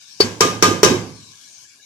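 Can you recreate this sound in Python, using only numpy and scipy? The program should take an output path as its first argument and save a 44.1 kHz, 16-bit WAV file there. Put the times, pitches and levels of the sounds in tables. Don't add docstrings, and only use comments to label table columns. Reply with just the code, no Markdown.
import sys
import numpy as np
from scipy import signal
from scipy.fft import rfft, irfft, next_fast_len
from scipy.io import wavfile
from scipy.ndimage import uniform_filter1d, map_coordinates

SR = 44100
rng = np.random.default_rng(int(sys.argv[2]) if len(sys.argv) > 2 else 0)


def transcribe(u):
    v = np.clip(np.atleast_2d(u).T, -1, 1)
    q = np.round(v * 32767).astype(np.int16)
    wavfile.write(sys.argv[1], SR, q)


N = 81585
T = np.arange(int(SR * .9)) / SR
WAVER_HZ, WAVER = 55, .28
MODE_SCATTER_DB, MODE_ATTACK_S = 1.5, .0012


def amp(db):
    return 10 ** (np.asarray(db) / 20)


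def unit(x):
    return x / np.sqrt(np.mean(x ** 2) + 1e-20)


def along(points, hz):
    f, v = np.transpose(points)
    return np.interp(np.log(hz + 1), np.log(f + 1), v)


def fade(t60, t=T):
    return np.exp(-np.log(1000) * t / t60)


def swell(build_up_s, t=T):
    return 1 - np.exp(-t / build_up_s)


def wobble(rate):
    return map_coordinates(rng.standard_normal(256), [T * rate], mode="wrap")


# freq_hz, left_minus_right_db
POT_BALANCE = [(100, -6), (450, -5), (1000, -3), (1600, -4.5), (2600, -0.5), (4000, 1), (5600, 11.5),
               (8000, 5), (14000, 4.5)]


def pan(hz, balance=POT_BALANCE):
    lean_db = along(balance, np.atleast_1d(hz))
    gains = amp(np.array([[.5], [-.5]]) * lean_db)
    return gains / np.sqrt(np.mean(gains ** 2, axis=0))


def add(out, s, x):
    i = int(round(s * SR))
    out[:, i:i + x.shape[1]] += x[:, :N - i]


def filtered(x, response):
    m = next_fast_len(x.shape[-1] + 2048)
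    return irfft(rfft(x, m) * response(np.fft.rfftfreq(m, 1 / SR)), m)[..., :x.shape[-1]]


# freq_hz, likeness (0 to 1)
LIKENESS = [(100, 0.89), (400, .9), (800, 0.23), (2000, 0), (6000, 0), (14000, 0.43)]


def angle_apart(hz):
    return np.arccos(np.clip(along(LIKENESS, hz), -1, 1))


def coloured(white, db_of_hz, balance=POT_BALANCE):
    def mid_side_gain(hz):
        turn = angle_apart(hz) / 2
        return amp(db_of_hz(hz)) * [np.cos(turn), np.sin(turn)]

    mid, side = filtered(white, mid_side_gain)
    left_right = np.array([mid + side, mid - side])
    return unit(filtered(left_right, lambda hz: pan(hz, balance)))


def burst(db_of_hz, balance=POT_BALANCE):
    return coloured(rng.standard_normal((2, len(T))), db_of_hz, balance)


def tone(hz, t60, attack_s, t=T):
    return pan(hz) * np.sin(2 * np.pi * hz * t) * fade(t60, t) * swell(attack_s, t)


def ring(pitches, levels_db, t60s):
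    out = np.zeros((2, len(T)))
    for hz, db, t60 in zip(pitches, levels_db, np.broadcast_to(t60s, len(pitches))):
        apart = angle_apart(hz) * rng.choice([-.5, .5])
        phase = rng.uniform(0, 2 * np.pi) + np.array([[apart], [-apart]]) + WAVER * wobble(WAVER_HZ)
        struck = amp(db + MODE_SCATTER_DB * rng.standard_normal())
        size = struck * (1 + WAVER * wobble(WAVER_HZ))
        out += size * pan(hz) * fade(t60) * np.sin(2 * np.pi * hz * T + phase)
    return out * swell(MODE_ATTACK_S)


# freq_hz, relative_db_per_hz
SIZZLE_COLOUR = [(18, -67.5), (30, -28.5), (83, -5.5), (346, -10.5), (497, -18.5), (1090, -8),
                 (1270, -17.5), (1650, -10), (2030, -24), (2250, -5), (2560, -11.5), (5730, -1.5),
                 (13900, -26.5), (15000, -48.5)]
# start_s, relative_level_db
SIZZLE_COURSE = [
    [(0.0, -54.5), (0.014, -49.5), (0.066, -53), (0.1, -50), (0.17, -50.5)],
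    [(1.25, -51), (1.646, -49), (1.656, -53), (1.844, -55), (1.85, -50)],
]
# freq_hz, left_minus_right_db
SIZZLE_LEAN = [(100, -1.5), (1000, -5), (2500, 0.5), (5500, 10), (12000, 2)]
SIZZLE_DB, PATCHY_DB = 3.5, 3.5
SPIT_RATE, SPIT_DB, SPIT_SPREAD_DB = 1200, -8, 3


def sizzle():
    z = signal.stft(rng.standard_normal((2, N)), nperseg=512)[2]
    patches = uniform_filter1d(rng.standard_normal(z.shape[1:]), size=5, axis=0)
    patches = uniform_filter1d(patches, size=14, axis=1)
    hiss = unit(signal.istft(z * amp(PATCHY_DB * unit(patches)), nperseg=512)[1][:, :N])
    when = rng.random(N) < SPIT_RATE / SR
    size = amp(SPIT_SPREAD_DB * np.minimum(rng.exponential(size=N), 4))
    spits = when * size * rng.standard_normal((2, N))
    frying = hiss + amp(SPIT_DB) * unit(spits)
    level_db = np.interp(np.arange(N) / SR, *np.vstack(SIZZLE_COURSE).T)
    return amp(level_db + SIZZLE_DB) * coloured(frying, lambda hz: along(SIZZLE_COLOUR, hz), SIZZLE_LEAN)


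# pitch_hz, level_db (before random size)
BLIP_TONES = [(1110, -66), (1660, -57), (2300, -57), (2850, -60), (3350, -61)]
BLIP_RATE, BLIP_SPREAD = 9, 0.015
BLIP_T60, BLIP_ATTACK_S = .07, 0.0013


def suppressor_blips():
    out = np.zeros((2, N))
    for hz, db in BLIP_TONES:
        for when, size, detune in rng.random((int(BLIP_RATE * N / SR), 3)):
            pitch = hz * (1 + BLIP_SPREAD * (2 * detune - 1))
            blip = tone(pitch, BLIP_T60, BLIP_ATTACK_S, T[:SR // 8])
            add(out, when * (N - 1) / SR, amp(db) * 2 * size * blip)
    return out


# freq_hz, relative_db_per_hz
WALL_COLOUR = [(30, -33.5), (70, -13), (160, 0.5), (300, 2), (430, 2), (620, -4), (1100, -1), (1380, -9),
               (1620, -3), (1850, -7.5), (3000, -5.5), (4400, -10), (5800, -4), (7500, -9.5),
               (10000, -21.5), (13500, -23), (14600, -38), (16000, -55)]
GRAZE_S, GRAZE_DB = 0.0026, -30


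def graze():
    noise = burst(lambda hz: along(WALL_COLOUR, hz))
    return amp(GRAZE_DB) * noise * np.clip(1 - T / (2 * GRAZE_S), 0, 1)


# freq_hz, relative_db
CLANK_COLOUR = [(40, -20.5), (200, -1), (600, -9.5), (950, 10), (1500, 3), (2500, -7), (5000, -11),
                (9000, -10.5), (15000, -26.5)]
# freq_hz, left_minus_right_db
CLANK_LEAN = [(100, -11), (500, -6.5), (1000, -7), (2500, -0.5), (5500, 7), (14000, 3.5)]
CLANK_T60, CLANK_DB = 0.045, -9.5


def clank():
    return amp(CLANK_DB) * burst(lambda hz: along(CLANK_COLOUR, hz), CLANK_LEAN) * fade(CLANK_T60)


# freq_hz, left_minus_right_db
CLINK_LEAN = [(1000, -2), (3000, 5.5), (5000, 21.5), (7000, 2.5), (14000, 6)]
CLINK_T60, CLINK_WIDTH_HZ = 0.027, 990


def clink(pitch_hz):
    def peak_db(hz):
        return -20 * np.log10(1 + (2 * (hz - pitch_hz) / CLINK_WIDTH_HZ) ** 2)

    return burst(peak_db, CLINK_LEAN) * fade(CLINK_T60)


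THUMP_HZ, THUMP_T60, THUMP_ATTACK_S, THUMP_DB = 405.4, 0.033, .0015, 2.5


def thump():
    return amp(THUMP_DB) * tone(THUMP_HZ, THUMP_T60, THUMP_ATTACK_S)


RIM_HZ, RIM_DB, RIM_T60, RIM_SWELL_S = 1217, -12, .37, .004
RIM_BEAT_HZ, RIM_BEAT_DEPTH = 14, .55


def rim():
    beat_phase = 2 * np.pi * RIM_BEAT_HZ * T + np.array([[0], [1]]) + wobble(RIM_BEAT_HZ) / 2
    beat = 1 - RIM_BEAT_DEPTH * np.cos(beat_phase)
    waver = WAVER * np.array([wobble(WAVER_HZ), wobble(WAVER_HZ)])
    phase = 2 * np.pi * RIM_HZ * T + waver + np.array([[0], [np.pi / 2]])
    return amp(RIM_DB) * pan(RIM_HZ) * beat * np.sin(phase) * fade(RIM_T60) * swell(RIM_SWELL_S)


# freq_hz, t60_s
WALL_DECAY = [(100, 0.86), (260, 0.63), (700, 0.59), (1800, 0.49), (5000, 0.45), (13000, .37)]
# freq_hz, build_up_s
WALL_BUILD_UP = [(100, 0.017), (250, 0.06), (500, 0.015), (1500, 0.006), (10000, .002)]
WALL_DB, WALL_SCATTER_DB = -12.5, 3.8
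EARLY_DB, EARLY_T60 = -3.5, 0.11


def wall(comb, wall_db, base_db, split_hz=520):
    def colour_db(hz):
        scatter = np.interp(hz, np.linspace(0, SR / 2, len(comb)), comb)
        scatter_share = np.clip(hz / (2 * split_hz) - .5, 0, 1)
        return along(WALL_COLOUR, hz) + WALL_SCATTER_DB * scatter_share * scatter

    def strike_gain(hz):
        return amp(wall_db + (base_db - wall_db) / (1 + (hz / split_hz) ** 4))

    hz, t, z = signal.stft(filtered(burst(colour_db), strike_gain), SR, nperseg=512)
    build_up = swell(along(WALL_BUILD_UP, hz)[:, None], t + t[1])
    decay = fade(along(WALL_DECAY, hz)[:, None], t)
    x = signal.istft(z * build_up * decay, SR, nperseg=512)[1][:, :len(T)]
    return amp(WALL_DB) * x * (1 + amp(EARLY_DB) * fade(EARLY_T60)) * swell(MODE_ATTACK_S)


SIDE_PITCHES = [180, 364, 425, 460, 514, 1025, 1532, 1611, 1679, 2202, 2531, 3080, 3554, 3833, 4166, 4540,
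                5523, 5636, 5777, 6385]
SIDE_LEVELS = [-28, -24, -22.5, -26.5, -21.5, -27, -30, -23.5, -29, -30.5, -26, -29, -31.5, -27, -33, -28.5,
               -23, -34.5, -25.5, -34.5]
SIDE_LIFE = .75


def side():
    return ring(SIDE_PITCHES, SIDE_LEVELS, SIDE_LIFE * along(WALL_DECAY, np.array(SIDE_PITCHES)))


LADLE_PITCHES = [2283, 4170, 4540, 5082, 5281]
LADLE_LEVELS = [-28, -24, -15, -24, -25]


def ladle():
    return ring(LADLE_PITCHES, LADLE_LEVELS, .11)


BASE_HZ, BASE_DB, BASE_T60, BASE_SWELL_S = 104.7, -23, 0.65, 0.054
BASE_WAVER_HZ, BASE_WAVER_DB = 14, 3.5


def base():
    phase = 2 * np.pi * BASE_HZ * T + wobble(BASE_WAVER_HZ)
    level = amp(BASE_DB + BASE_WAVER_DB * wobble(BASE_WAVER_HZ))
    return pan(BASE_HZ) * level * fade(BASE_T60) * swell(BASE_SWELL_S) * np.sin(phase)


# start_s, thump_db, clank_db, clink_db,
# clink_pitch_hz, rim_db, side_db, wall_db, base_db, ladle_db
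RIM_RAPS = [(0.2033, -0.5, -8.5, -17.5, 4600, -37, -11, -11, -5.5, 5.5),
            (0.4075, -3.5, -2, -4, 5750, -0.5, -1.5, -3.5, -1, -14.5),
            (.6250, -3.5, 0, -5.5, 5800, 1.5, 1.5, -2, 2, -5),
            (0.8313, 2.5, -0.5, -8, 5624, -6, 2.5, -1.5, 5, -24)]


def raps():
    out = np.zeros((2, N))
    comb = rng.standard_normal(size=900)
    for (s, thump_db, clank_db, clink_db, clink_hz,
         rim_db, side_db, wall_db, base_db, ladle_db) in RIM_RAPS:
        add(out, s - GRAZE_S, graze())
        contact = amp(clank_db) * clank() + amp(clink_db) * clink(clink_hz)
        low = amp(thump_db) * thump() + amp(base_db) * base()
        metal = amp(rim_db) * rim() + amp(side_db) * side() + amp(ladle_db) * ladle()
        add(out, s, contact + low + metal + wall(comb, wall_db, base_db))
    return out


# start_s, level_db, pitch_hz
LADLE_CHATTER = [(0.2088, -7.5, 4900), (0.8445, -17, 5770), (0.8476, -9, 6070), (0.858, -16, 5600)]


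def chatter():
    out = np.zeros((2, N))
    for s, db, hz in LADLE_CHATTER:
        add(out, s, amp(db) * clink(hz))
    return out


# start_s, level_db, pitch_hz
SCRAP_PLOPS = [(.244, -14, 240), (0.453, -14.5, 277), (0.681, -10, 275), (0.714, -9, 359),
               (0.9058, -7.5, 250.3), (.921, -6, 364), (0.943, -12, 367)]
PLOP_T60, PLOP_ATTACK_S = 0.055, .0012


def plops():
    out = np.zeros((2, N))
    for s, db, hz in SCRAP_PLOPS:
        add(out, s, amp(db) * tone(hz, PLOP_T60, PLOP_ATTACK_S))
    return out


def scene():
    return sizzle() + suppressor_blips() + raps() + chatter() + plops()


# freq_hz, level_db (per analysis band)
SUPPRESSOR_THRESHOLD = [(100, -62), (250, -65.5), (600, -60.5), (2000, -89), (4000, -75.5), (14000, -93.5)]
GATE_DEPTH_DB = -7


def suppress(x):
    hz, _, z = signal.stft(x, SR, nperseg=1024)
    power = np.abs(uniform_filter1d(np.mean(np.abs(z) ** 2, axis=0), size=3, axis=1))
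    threshold = amp(along(SUPPRESSOR_THRESHOLD, hz))[:, None] ** 2
    shut = 1 / (1 + (power / threshold) ** 2)
    return signal.istft(z * amp(GATE_DEPTH_DB * shut), SR, nperseg=1024)[1][:, :N]


DRIVE_DB, TOP_HZ = 2.5, 16300


def record(dry):
    x = suppress(dry) * amp(DRIVE_DB)
    clipped = x / (1 + np.abs(x) ** 12) ** (1 / 12)
    return filtered(clipped, lambda hz: hz < TOP_HZ)


dry = scene()
out = record(dry)
transcribe(out)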